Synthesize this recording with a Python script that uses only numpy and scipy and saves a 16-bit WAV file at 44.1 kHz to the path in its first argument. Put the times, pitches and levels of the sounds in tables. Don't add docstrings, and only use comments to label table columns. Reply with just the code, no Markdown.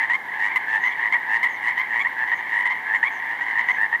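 import sys
import numpy as np
from scipy import signal
from scipy.fft import rfft, irfft
from scipy.io import wavfile
from scipy.ndimage import uniform_filter1d

SR = 44100
rng = np.random.default_rng(int(sys.argv[2]) if len(sys.argv) > 2 else 0)


def digitize_waveform(pressure):
    field = np.atleast_2d(pressure).T
    bounded = np.clip(field, -1, 1)
    quanta = np.round(bounded * 32767).astype(np.int16)
    wavfile.write(sys.argv[1], SR, quanta)


N = 176400
NOTE_SIZE = SR // 6

# frequency in Hz, relative spectral density in dB.
AIR_SPECTRUM = [(25, -53), (60, -31), (280, -18.5), (630, -21.5), (790, -8.5), (1050, -11.5), (1350, -21.5),
                (1550, -17.5), (1800, -4), (2100, -9), (2450, -36), (3100, -28.5), (4600, -41),
                (7000, -43.5), (15500, -43.5)]
# start in seconds, length in seconds, pitch in Hz, level in dB.
HIGH_SQUEAKS = [(0.55, 0.033, 11740, -49), (0.726, 0.059, 8830, -65), (0.805, 0.11, 6300, -56.5),
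                (0.85, .035, 12700, -52.5), (1.426, 0.032, 11800, -51), (1.48, 0.097, 6430, -59.5),
                (1.615, .065, 8900, -63), (1.777, 0.033, 12700, -51), (2.006, 0.028, 7140, -57),
                (2.334, 0.08, 6470, -61.5), (2.572, 0.044, 8700, -58), (2.938, 0.055, 7250, -60),
                (3.107, .09, 6260, -59), (3.662, 0.13, 6280, -61), (3.805, 0.027, 8770, -59.5)]
# time in seconds, relative level in dB.
CHORUS_SWELL = [(0, -22.5), (0.231, -36), (0.328, -25.5), (1.0, -27), (3.3, -27.5), (3.682, -25.5),
                (4.0, -32.5)]
# frequency in Hz, relative spectral density in dB.
RASP_SPECTRUM = [(300, -26.5), (1050, 4.5), (1400, 0), (3200, -3.5), (4200, -16), (5200, -21.5),
                 (6500, -21), (10000, -22.5), (15000, -30)]
# harmonic number, relative level in dB.
VOICE_HARMONICS = [(1, -12), (2, 1.1), (3, -26), (4, -39), (5, -55)]
# start in seconds, length in seconds, fundamental in Hz,
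# level in dB, treble gain of the rasp in dB (harmonics above the second get half of it).
NEAR_CROAKS = [(-.03, 0.093, 913, -16, -2), (0.383, 0.11, 940, -16, 5), (0.672, 0.12, 881.5, -15, 1.5),
               (0.974, 0.12, 936, -16.5, -3.5), (1.286, 0.098, 901, -13.5, 2),
               (1.619, 0.098, 975, -18, 5.5), (1.888, 0.122, 939, -17, -0.5),
               (2.163, 0.093, 879.4, -16.5, -7.5), (2.484, 0.1, 931.5, -18, 3),
               (2.556, 0.078, 984, -17.5, 0), (2.859, 0.1185, 884, -15.5, -10),
               (3.25, 0.11, 919, -20, -7.5), (3.446, 0.088, 962, -21.5, 4.5), (3.534, 0.09, 932, -16.5, -5),
               (3.767, 0.1, 899, -14.5, -10)]
# start in seconds, length in seconds, fundamental in Hz,
# level in dB, treble gain in dB as for the croaks, upper edge of the rasp in Hz.
NEAR_CHIRPS = [(.097, 0.036, 965, -16.5, -1.5, 9500), (0.132, 0.035, 1058, -17.5, 1, 10000),
               (0.483, 0.044, 1154, -35, -5, 5000), (0.558, 0.024, 1031, -14.5, 4, 12500),
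               (.836, 0.0562, 1004, -17, 0.5, 6600), (0.908, 0.03, 1110, -33, 12, 7000),
               (1.123, 0.029, 1058, -16, 0, 9500), (1.139, 0.037, 960, -16.5, -13, 7000),
               (1.429, 0.029, 1035, -17, 5.5, 11500), (1.443, 0.037, 955, -17.5, -5, 9000),
               (1.69, .038, 1085, -32, -2, 5000), (1.776, 0.049, 1014, -19, 3, 6500),
               (1.994, .036, 1089, -20, 1, 9500), (2.047, 0.034, 969, -18.5, -13, 7000),
               (2.274, 0.044, 1016, -25, 3, 7000), (2.316, .034, 950.6, -16, -5, 7000),
               (2.654, 0.03, 998, -16.5, 0.5, 12000), (2.698, 0.04, 1028, -21, 4.5, 6500),
               (2.948, 0.027, 1033, -20.5, 2, 9500), (3.028, 0.021, 948, -12.5, -7, 7500),
               (3.046, 0.044, 1084, -20.5, -1.5, 10000), (3.408, .04, 965, -22.5, 2.5, 7500),
               (3.584, 0.036, 1014, -23.5, 5.5, 8000), (3.685, 0.038, 1016, -14, -2.5, 10000),
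               (3.926, 0.041, 940, -16.5, -13, 7000)]
# frequency in Hz, gain in dB.
MICROPHONE_RESPONSE = [(700, 2.5), (7200, 2.5), (7900, -4), (8400, 2.5), (15000, -4)]

PULSES_PER_S, PULSE_RATE_SPREAD, PULSE_JITTER = 108, .06, .09
PULSE_RISE, PULSE_FALL, RASP_FALL = .35, .37, .3
PULSE_SPREAD_DB, PULSE_PITCH_SPREAD, PULSE_SAG = 1.5, .0202, .094
SAC_HZ, SAC_WIDTH_HZ, SAC_DB = 3380, 170, 11.5
FAR_HZ, FAR_SPREAD_OCT, FAR_DB, FAR_SPREAD_DB = 930.3, .09, -32.5, 3.5
CALL_PERIOD_S, CHIRP_DELAY_S, CALL_SLIP_S, CALL_SPEED_SPREAD = .92, .16, .03, .0246
NEAR_ECHO_DB, FAR_ECHO_DB = -15.5, -1


def from_db(db):
    return 10 ** (np.asarray(db) / 20)


def rms_one(x):
    return x / np.sqrt(np.mean(x ** 2) + 1e-20)


def colour(x, points):
    hz, db = np.transpose(points)
    f = np.maximum(np.fft.rfftfreq(len(x), 1 / SR), 1)
    return irfft(rfft(x) * from_db(np.interp(np.log(f), np.log(hz), db)), len(x))


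def add(out, start_s, sound):
    i = int(start_s * SR)
    a, b = max(i, 0), min(i + len(sound), len(out))
    if b > a:
        out[a:b] += sound[a - i:b - i]


def time_scale(sound, speed):
    return np.interp(np.arange(0, len(sound) - 1, speed), np.arange(len(sound)), sound)


def night_air(db=-39):
    return from_db(db) * rms_one(colour(rng.standard_normal(N), AIR_SPECTRUM))


def high_ticking(ticks_per_s=30, first_s=.028, decay_s=.002, db=-68):
    band = signal.butter(2, [13050, 14350], "band", fs=SR, output="sos")
    since_tick = (np.arange(N) / SR - first_s) % (1 / ticks_per_s)
    ticks = rms_one(signal.sosfilt(band, rng.standard_normal(N) * np.exp(-since_tick / decay_s)))
    ring = rms_one(signal.lfilter(*signal.iirpeak(12750, Q=30, fs=SR), rng.standard_normal(N)))
    return from_db(db) * (ticks + .9 * ring)


def squeaks(fall_oct=.09, blur_hz=270):
    out = np.zeros(N)
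    for start, length, hz, db in HIGH_SQUEAKS:
        t = np.arange(min(int(length * SR), NOTE_SIZE)) / SR
        waver = rms_one(uniform_filter1d(rng.standard_normal(NOTE_SIZE), size=24))[:len(t)]
        pitch = hz * 2 ** (fall_oct * (.5 - t / length)) + blur_hz * waver
        envelope = np.sqrt(np.sin(np.pi * t / length)) * (1 + .5 * np.sin(2 * np.pi * PULSES_PER_S * t))
        add(out, start, from_db(db) * envelope * np.sin(2 * np.pi * np.cumsum(pitch) / SR))
    return out


def forest_echo(x, t60_s=.51, cutoff_hz=3700):
    t = np.arange(SR) / SR
    tail = rng.standard_normal(SR) * from_db(-60 * t / t60_s)
    lowpass = signal.butter(2, cutoff_hz, fs=SR, output="sos")
    response = signal.sosfilt(lowpass, tail / np.linalg.norm(tail))
    return signal.fftconvolve(x, response)[:len(x)]


def far_frogs(count=36):
    calls = np.zeros(N + SR)
    timbre = dict(treble_db=5, edge_hz=4600, fundamental_db=1.5, harmonics=3)
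    pitch_offsets = rng.permutation(np.linspace(-1, 1, count)) * np.sqrt(3)
    for frog, offset in enumerate(pitch_offsets):
        hz = FAR_HZ * 2 ** (FAR_SPREAD_OCT * offset)
        db = FAR_DB + FAR_SPREAD_DB * (2 * rng.random() - 1 - offset ** 2 / 2)
        long_note = croak(.1112, hz, db, **timbre)
        short_note = chirp(.0377, hz * 1.05, db, **timbre)
        for call, (slip, change) in enumerate(rng.standard_normal((6, 2))):
            start = CALL_PERIOD_S * (call + frog / count) + CALL_SLIP_S * slip
            speed = np.exp(CALL_SPEED_SPREAD * change)
            add(calls, start, time_scale(long_note, speed))
            add(calls, start + CHIRP_DELAY_S, time_scale(short_note, speed))
    chorus = (calls + from_db(FAR_ECHO_DB) * forest_echo(calls))[SR:]
    swell_db = np.interp(np.arange(N) / SR, *np.transpose(CHORUS_SWELL))
    return chorus * from_db(swell_db - swell_db.mean())


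def rasp(treble_db, edge_hz):
    noise = from_db(-19.5) * rms_one(colour(rng.standard_normal(NOTE_SIZE), RASP_SPECTRUM))
    noise = colour(noise, [(2460, 0), (4920, treble_db)])
    return signal.sosfilt(signal.butter(10, edge_hz, fs=SR, output="sos"), noise)


def vocal_sac(pitch, treble_db, fundamental_db=0, harmonics=5):
    phase = 2 * np.pi * (np.cumsum(pitch) / SR + rng.random())
    k = np.arange(1, harmonics + 1)
    levels_db = np.interp(k, *np.transpose(VOICE_HARMONICS))
    levels_db += treble_db / 2 * (k > 2) + fundamental_db * (k == 1)
    resonance_db = SAC_DB / (1 + (2 * (np.outer(k, pitch) - SAC_HZ) / SAC_WIDTH_HZ) ** 2)
    return np.sum(from_db(levels_db[:, None] + resonance_db) * np.sin(np.outer(k, phase)), axis=0)


def voice(length, hz, treble_db, edge_hz, glide_oct, depth, snap=0, snap_s=.0029, **timbre):
    t = np.arange(min(int(length * SR), NOTE_SIZE)) / SR
    rate = PULSES_PER_S * np.exp(PULSE_RATE_SPREAD * rng.standard_normal())
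    gaps, strength, detune = rng.standard_normal((3, 24))
    onsets = np.cumsum(1 + np.clip(PULSE_JITTER * gaps, -.5, .5)) / rate
    cycle = np.interp(t, onsets - onsets[0], np.arange(len(onsets)))
    pulse, within = cycle.astype(int), cycle % 1
    shape = (1 - np.exp(-(within / PULSE_RISE) ** 2)) * np.exp(-within / PULSE_FALL) * np.sqrt(1 - within)
    shape = shape / shape.max() * from_db(PULSE_SPREAD_DB * strength[pulse])
    bend = PULSE_PITCH_SPREAD * detune[pulse] + PULSE_SAG * (.5 - within)
    pitch = hz * 2 ** (glide_oct * (t / length - .5)) * (1 + depth * bend)
    tone = (1 - depth + depth * shape) * vocal_sac(pitch, treble_db, **timbre)
    rasp_envelope = 1 - depth + depth * np.exp(-within / RASP_FALL) + snap * np.exp(-t / snap_s)
    return t, tone + rasp_envelope * rasp(treble_db, edge_hz)[:len(t)]


def croak(length, hz, db, treble_db, edge_hz=9600, fade_s=.0038, **timbre):
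    t, sound = voice(length, hz, treble_db, edge_hz, glide_oct=.1379, depth=1, **timbre)
    swell = np.interp(t / length, [0, .71, 1], [.25, 1, .31])
    fade = np.clip(np.minimum(t, length - t) / fade_s, 0, 1)
    return from_db(db) * sound * swell * fade


def chirp(length, hz, db, treble_db, edge_hz, attack_s=.0022, release_s=.0094, **timbre):
    t, sound = voice(length, hz, treble_db, edge_hz, glide_oct=2.61 * length, depth=.62, snap=1, **timbre)
    envelope = np.clip(np.minimum(t / attack_s, (length - t) / release_s), 0, 1)
    return from_db(db) * sound * envelope


def near_frogs():
    out = np.zeros(N)
    for start, *note in NEAR_CROAKS:
        add(out, start, croak(*note))
    for start, *note in NEAR_CHIRPS:
        add(out, start, chirp(*note))
    return out


def scene():
    near = near_frogs() + squeaks()
    chorus = far_frogs()
    near_echo = from_db(NEAR_ECHO_DB) * forest_echo(near)
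    return (near + near_echo + chorus + night_air() + high_ticking())[None]


def record(dry):
    heard = np.array([colour(channel, MICROPHONE_RESPONSE) for channel in dry])
    return signal.sosfilt(signal.ellip(10, .1, 80, 15750, fs=SR, output="sos"), heard)


dry = scene()
out = record(dry)
digitize_waveform(out)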